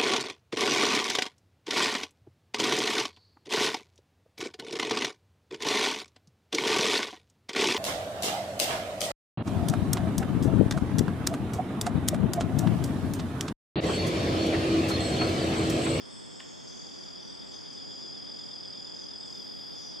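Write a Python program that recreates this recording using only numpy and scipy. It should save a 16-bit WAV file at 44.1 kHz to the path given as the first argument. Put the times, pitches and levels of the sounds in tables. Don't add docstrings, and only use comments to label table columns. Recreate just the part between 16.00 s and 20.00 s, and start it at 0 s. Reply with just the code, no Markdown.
import sys
import numpy as np
from scipy import signal
from scipy.fft import rfft, irfft
from scipy.io import wavfile

SR = 44100
rng = np.random.default_rng(int(sys.argv[2]) if len(sys.argv) > 2 else 0)


def to_wav(s):
    ch = np.atleast_2d(s).T
    pcm = np.round(np.clip(ch, -1, 1) * 32767)
    wavfile.write(sys.argv[1], SR, pcm.astype(np.int16))


N = 176400
T = np.arange(N) / SR
FREQS = np.fft.rfftfreq(N, 1 / SR)
OPPOSED = np.array([[1], [-1]])

# time_s, strokes_per_s
LOW_CRICKET_SPEED = [(.677, 41.55), (1.7, 41.5), (2.0, 41.05), (2.4, 41.45), (3.25, 41.5), (3.5, 41.05),
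                     (4, 41.1)]
HIGH_CRICKET_SPEED = [(1.54, 42.25), (2.0, 42.2), (2.2, 41.77), (3.0, 41.87), (4, 42.0)]
# time_s, level_db
LOW_CRICKET_EFFORT = [(.67, -50), (.75, -52.5), (.8, -48.5), (1.6, -49), (2.5, -48.5), (4, -48.5)]
HIGH_CRICKET_EFFORT = [(1.54, -53), (1.67, -53.5), (1.75, -47), (2.6, -46), (4, -46.5)]
# one_chirp_at_s, chirps_per_s, pitch_hz, fall_per_cycle_hz, base_level_db
CHIRPING_INSECTS = [(2.04, 8.05, 3415, 519, -63.5), (2.038, 8.33, 3567, 460, -66.5),
                    (2.09, 7.4, 3318, 591, -70.5)]
# time_s, gain_db
CHIRPER_EFFORT = [(0, -1), (.8, -3.5), (1.3, 3), (4, 2.5)]
# pitch_hz, relative_db
LOW_WING_RING = [(2750, -42), (3000, -12), (3200, -2), (3350, 2.5), (3500, 1), (3650, -5.5), (3740, -30),
                 (3900, -52)]
HIGH_WING_RING = [(4150, -39), (4400, -14.5), (4550, -11.5), (4660, -9), (4900, -2), (5080, -3.5),
                  (5270, 0), (5400, -8.5), (5520, -17.5), (5800, -26)]
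# start_s, length_s, middle_pitch_hz, warble_hz, base_level_db
BIRD_NOTES = [(0.036, 0.22, 8170, 585, -65.5), (0.105, 0.31, 7780, 300, -62.5),
              (0.257, 0.25, 6930, 199, -65.5), (0.415, 0.3, 7440, 302, -64.5),
              (0.445, 0.25, 6510, 132, -60.5), (.67, .14, 6170, 111, -56.5), (0.741, .09, 6600, 111, -60),
              (.73, 0.24, 7150, 328, -64), (0.92, 0.075, 5800, 130, -70), (0.846, 0.23, 6250, 218, -63.5),
              (1.015, 0.11, 7100, 192, -64), (1.2, 0.091, 5930, 129, -60), (1.268, 0.081, 7770, 130, -65.5),
              (1.414, 0.095, 7520, 180, -65), (1.51, 0.06, 6250, 91, -56), (1.63, 0.17, 6250, 201, -63.5),
              (1.55, 0.31, 6850, 158.4, -68), (1.708, 0.053, 7900, 162.6, -69),
              (1.844, 0.25, 7140, 202, -66.5), (1.868, 0.21, 6380, 228, -65),
              (2.285, 0.21, 7450, 150, -71.5), (2.334, .1, 6640, 277, -63.5), (2.47, 0.062, 7730, 149, -72),
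              (2.62, 0.063, 7630, 203, -69), (2.753, 0.26, 7100, 170, -66), (2.788, 0.077, 6800, 146, -69),
              (2.935, 0.11, 6250, 171, -60.5), (3.171, 0.13, 7800, 260, -65.5),
              (3.25, 0.11, 6730, 500, -60), (3.315, 0.11, 5880, 250, -67), (3.748, 0.097, 6620, 222, -58.5),
              (3.776, 0.14, 5800, 193, -58)]
# pitch_hz, relative_db
BUZZ_TONES = [(11300, 2), (11700, 6), (12150, -2), (12600, -5), (13100, -11)]
# start_s, pitch_hz, decay_s, base_level_db
TICK_HITS = [(.4003, 3180, 0.0014, -39), (0.4041, 1840, 0.0014, -34)]
# pitch_hz, decay_s, relative_db
TICK_RINGS = [(1073, 0.011, -11.5), (1550, 0.006, -14), (2850, .005, -7)]
# pitch_hz, shared_db_per_hz, opposed_db_per_hz
RUSH_SHAPE = [(25, -105, -83), (60, -96, -81.5), (129, -87, -73.5), (254, -83, -72.5), (505, -87.5, -78.5),
              (984, -90.5, -87), (2040, -96, -94), (2930, -99, -100), (3400, -102, -103),
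              (3980, -109, -109), (4700, -100, -100), (6500, -96.5, -102), (7550, -101, -104),
              (8350, -108, -109), (10400, -112, -112), (11700, -122, -121), (15400, -132, -130)]
# time_s, gain_db
RUSH_BASS_SWELL = [(0, 0.5), (1.4, -0.5), (2.15, 3.5), (2.5, 0), (4, -.5)]
# pitch_hz, level_db
HUM_TONES = [(251, -75), (897, -75), (1773, -79.5)]


def cricket(speed, effort, pitch_hz, wander_hz, drift_hz, rough_db, overtone_db):
    width_cycles, sag_per_cycle_hz = .19, 115
    flatness = 2.73
    first_stroke_s = speed[0][0]
    strokes = np.cumsum(curve(speed)) / SR
    strokes -= np.interp(first_stroke_s, T, strokes)
    within = (strokes + .5) % 1 - .5
    swell = np.exp(-.5 * np.abs(within / width_cycles) ** flatness)
    swell = unit(swell * undb(rough_db * wobble(90)))
    phase = turn(pitch_hz - sag_per_cycle_hz * within + wander_hz * wobble(24.6) + drift_hz * wobble(3.24))
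    overtones = np.sin(2 * phase) + undb(-21) * np.sin(3 * phase)
    tone = unit(np.sin(phase) + undb(overtone_db) * overtones)
    song = tone * swell * (strokes > -.5) * undb(curve(effort))
    return song + undb(-17) * forest_echo(song, width_db=6)


def chirpers():
    width_cycles = .15
    song = 0
    for chirp_at_s, chirps_per_s, pitch_hz, fall_hz, level_db in CHIRPING_INSECTS:
        cycles = (T - chirp_at_s) * chirps_per_s + .03 * wobble(2)
        within = (cycles + .5) % 1 - .5
        swell = np.exp(-.5 * (within / width_cycles) ** 2) * undb(1.2 * wobble(100))
        raspy_tone = np.sin(turn(pitch_hz - fall_hz * within + 45 * wobble(169)))
        song += undb(level_db) * unit(swell * raspy_tone)
    song *= undb(curve(CHIRPER_EFFORT))
    return song + undb(-9) * forest_echo(song, width_db=-3)


def far_chorus(wing_ring, level_db, flutter_db, width_db):
    noises = (rng.standard_normal(N) * undb(flutter_db * wobble(58)) for _ in range(2))
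    shared, opposed = (unit(colour(noise, wing_ring)) for noise in noises)
    return undb(level_db) * (shared + undb(width_db) * opposed * OPPOSED)


def birds():
    sag_hz_per_s = 700
    warble = wobble(350)
    flutter = undb(2 * wobble(31))
    song = 0
    for start_s, length_s, middle_hz, warble_hz, level_db in BIRD_NOTES:
        pitch_hz = middle_hz - sag_hz_per_s * (T - start_s - length_s / 2) + warble_hz * warble
        fade = fade_in_out(start_s, length_s, edge_s=.0083)
        song += np.sqrt(2) * undb(level_db) * fade * np.sin(turn(pitch_hz))
    song *= flutter
    return undb(-2) * song + undb(-1) * forest_echo(song, width_db=-4)


def ticks():
    snap_shape = [(600, -3), (1000, -9), (3000, -1), (5000, -18), (14000, -29)]  # pitch_hz, gain_db
    hits = 0
    for start_s, pitch_hz, decay_s, level_db in TICK_HITS:
        age_s = np.maximum(T - start_s, 0)
        snap = unit(colour(rng.standard_normal(N), snap_shape))
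        click = (np.sin(2 * np.pi * pitch_hz * age_s) + .5 * snap) * np.exp(-age_s / decay_s)
        ring = sum(undb(db) * np.sin(2 * np.pi * hz * age_s) * np.exp(-age_s / ring_s)
                   for hz, ring_s, db in TICK_RINGS)
        rise = 1 - np.exp(-age_s / .00022)
        hits += undb(level_db) * (click + .5 * ring) * rise
    return hits + undb(-5.5) * forest_echo(hits, width_db=-4)


def high_buzz():
    start_s, middle_s, sag_hz_per_s = 3.22, 3.57, 600
    slide_hz = -sag_hz_per_s * (T - middle_s) + 150 * wobble(290)
    buzz = unit(sum(undb(db) * np.sin(turn(hz + slide_hz)) for hz, db in BUZZ_TONES))
    fade = fade_in_out(start_s, length_s=.6, edge_s=.079)
    return forest_echo(undb(-78.5) * buzz * fade, width_db=-3)


def forest_rush():
    shapes = (np.array(RUSH_SHAPE)[:, [0, column]] for column in (1, 2))
    shared, opposed = (colour(rng.standard_normal(N), shape) * np.sqrt(SR / 2) for shape in shapes)
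    bass = colour(shared, [(120, -33), (220, -4), (380, 3), (650, -24)])
    swell = bass * (undb(curve(RUSH_BASS_SWELL)) - 1)
    hum = sum(np.sqrt(2) * undb(db) * np.sin(turn(hz + 3 * wobble(9))) for hz, db in HUM_TONES)
    return shared + swell + hum + opposed * OPPOSED


def forest_echo(sound, width_db):
    echo_s = .48
    tail = rng.standard_normal((2, SR)) * np.exp(-np.log(1000) * T[:SR] / echo_s)
    tail /= np.sqrt(np.sum(tail ** 2, axis=1, keepdims=True))
    shared, opposed = signal.fftconvolve(sound[None], tail, axes=1)[:, :N]
    return shared + undb(width_db) * opposed * OPPOSED


def undb(db):
    return 10 ** (np.asarray(db) / 20)


def unit(sound):
    return sound / np.sqrt(np.mean(sound ** 2))


def curve(rows):
    return np.interp(T, *np.array(rows).T)


def wobble(rate_hz):
    smoothing = np.exp(-.5 * (FREQS / rate_hz) ** 2)
    return unit(irfft(rfft(rng.standard_normal(N)) * smoothing, N))


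def turn(pitch_hz):
    return 2 * np.pi * np.cumsum(pitch_hz) / SR


def colour(sound, rows):
    hz, db = np.array(rows).T
    gain_db = np.interp(np.log(FREQS + 1), np.log(hz), db, left=-120, right=-120)
    return irfft(rfft(sound) * undb(gain_db), N)


def fade_in_out(start_s, length_s, edge_s):
    return np.clip((T - start_s) / edge_s, 0, 1) * np.clip((start_s + length_s - T) / edge_s + 1, 0, 1)


def scene():
    near = cricket(LOW_CRICKET_SPEED, LOW_CRICKET_EFFORT, pitch_hz=4783,
                   wander_hz=10.8, drift_hz=8, rough_db=-.8, overtone_db=-33.5)
    near += cricket(HIGH_CRICKET_SPEED, HIGH_CRICKET_EFFORT, pitch_hz=4993,
                    wander_hz=11.9, drift_hz=8.8, rough_db=.1, overtone_db=-43)
    far = far_chorus(LOW_WING_RING, level_db=-57.5, flutter_db=1.5, width_db=-9.5)
    far += far_chorus(HIGH_WING_RING, level_db=-52, flutter_db=.86, width_db=-8.5)
    return near + far + chirpers() + birds() + high_buzz() + ticks() + forest_rush()


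def record(dry):
    top_hz = 14900
    return signal.sosfilt(signal.ellip(8, .2, 70, top_hz, fs=SR, output="sos"), dry)


dry = scene()
out = record(dry)
to_wav(out)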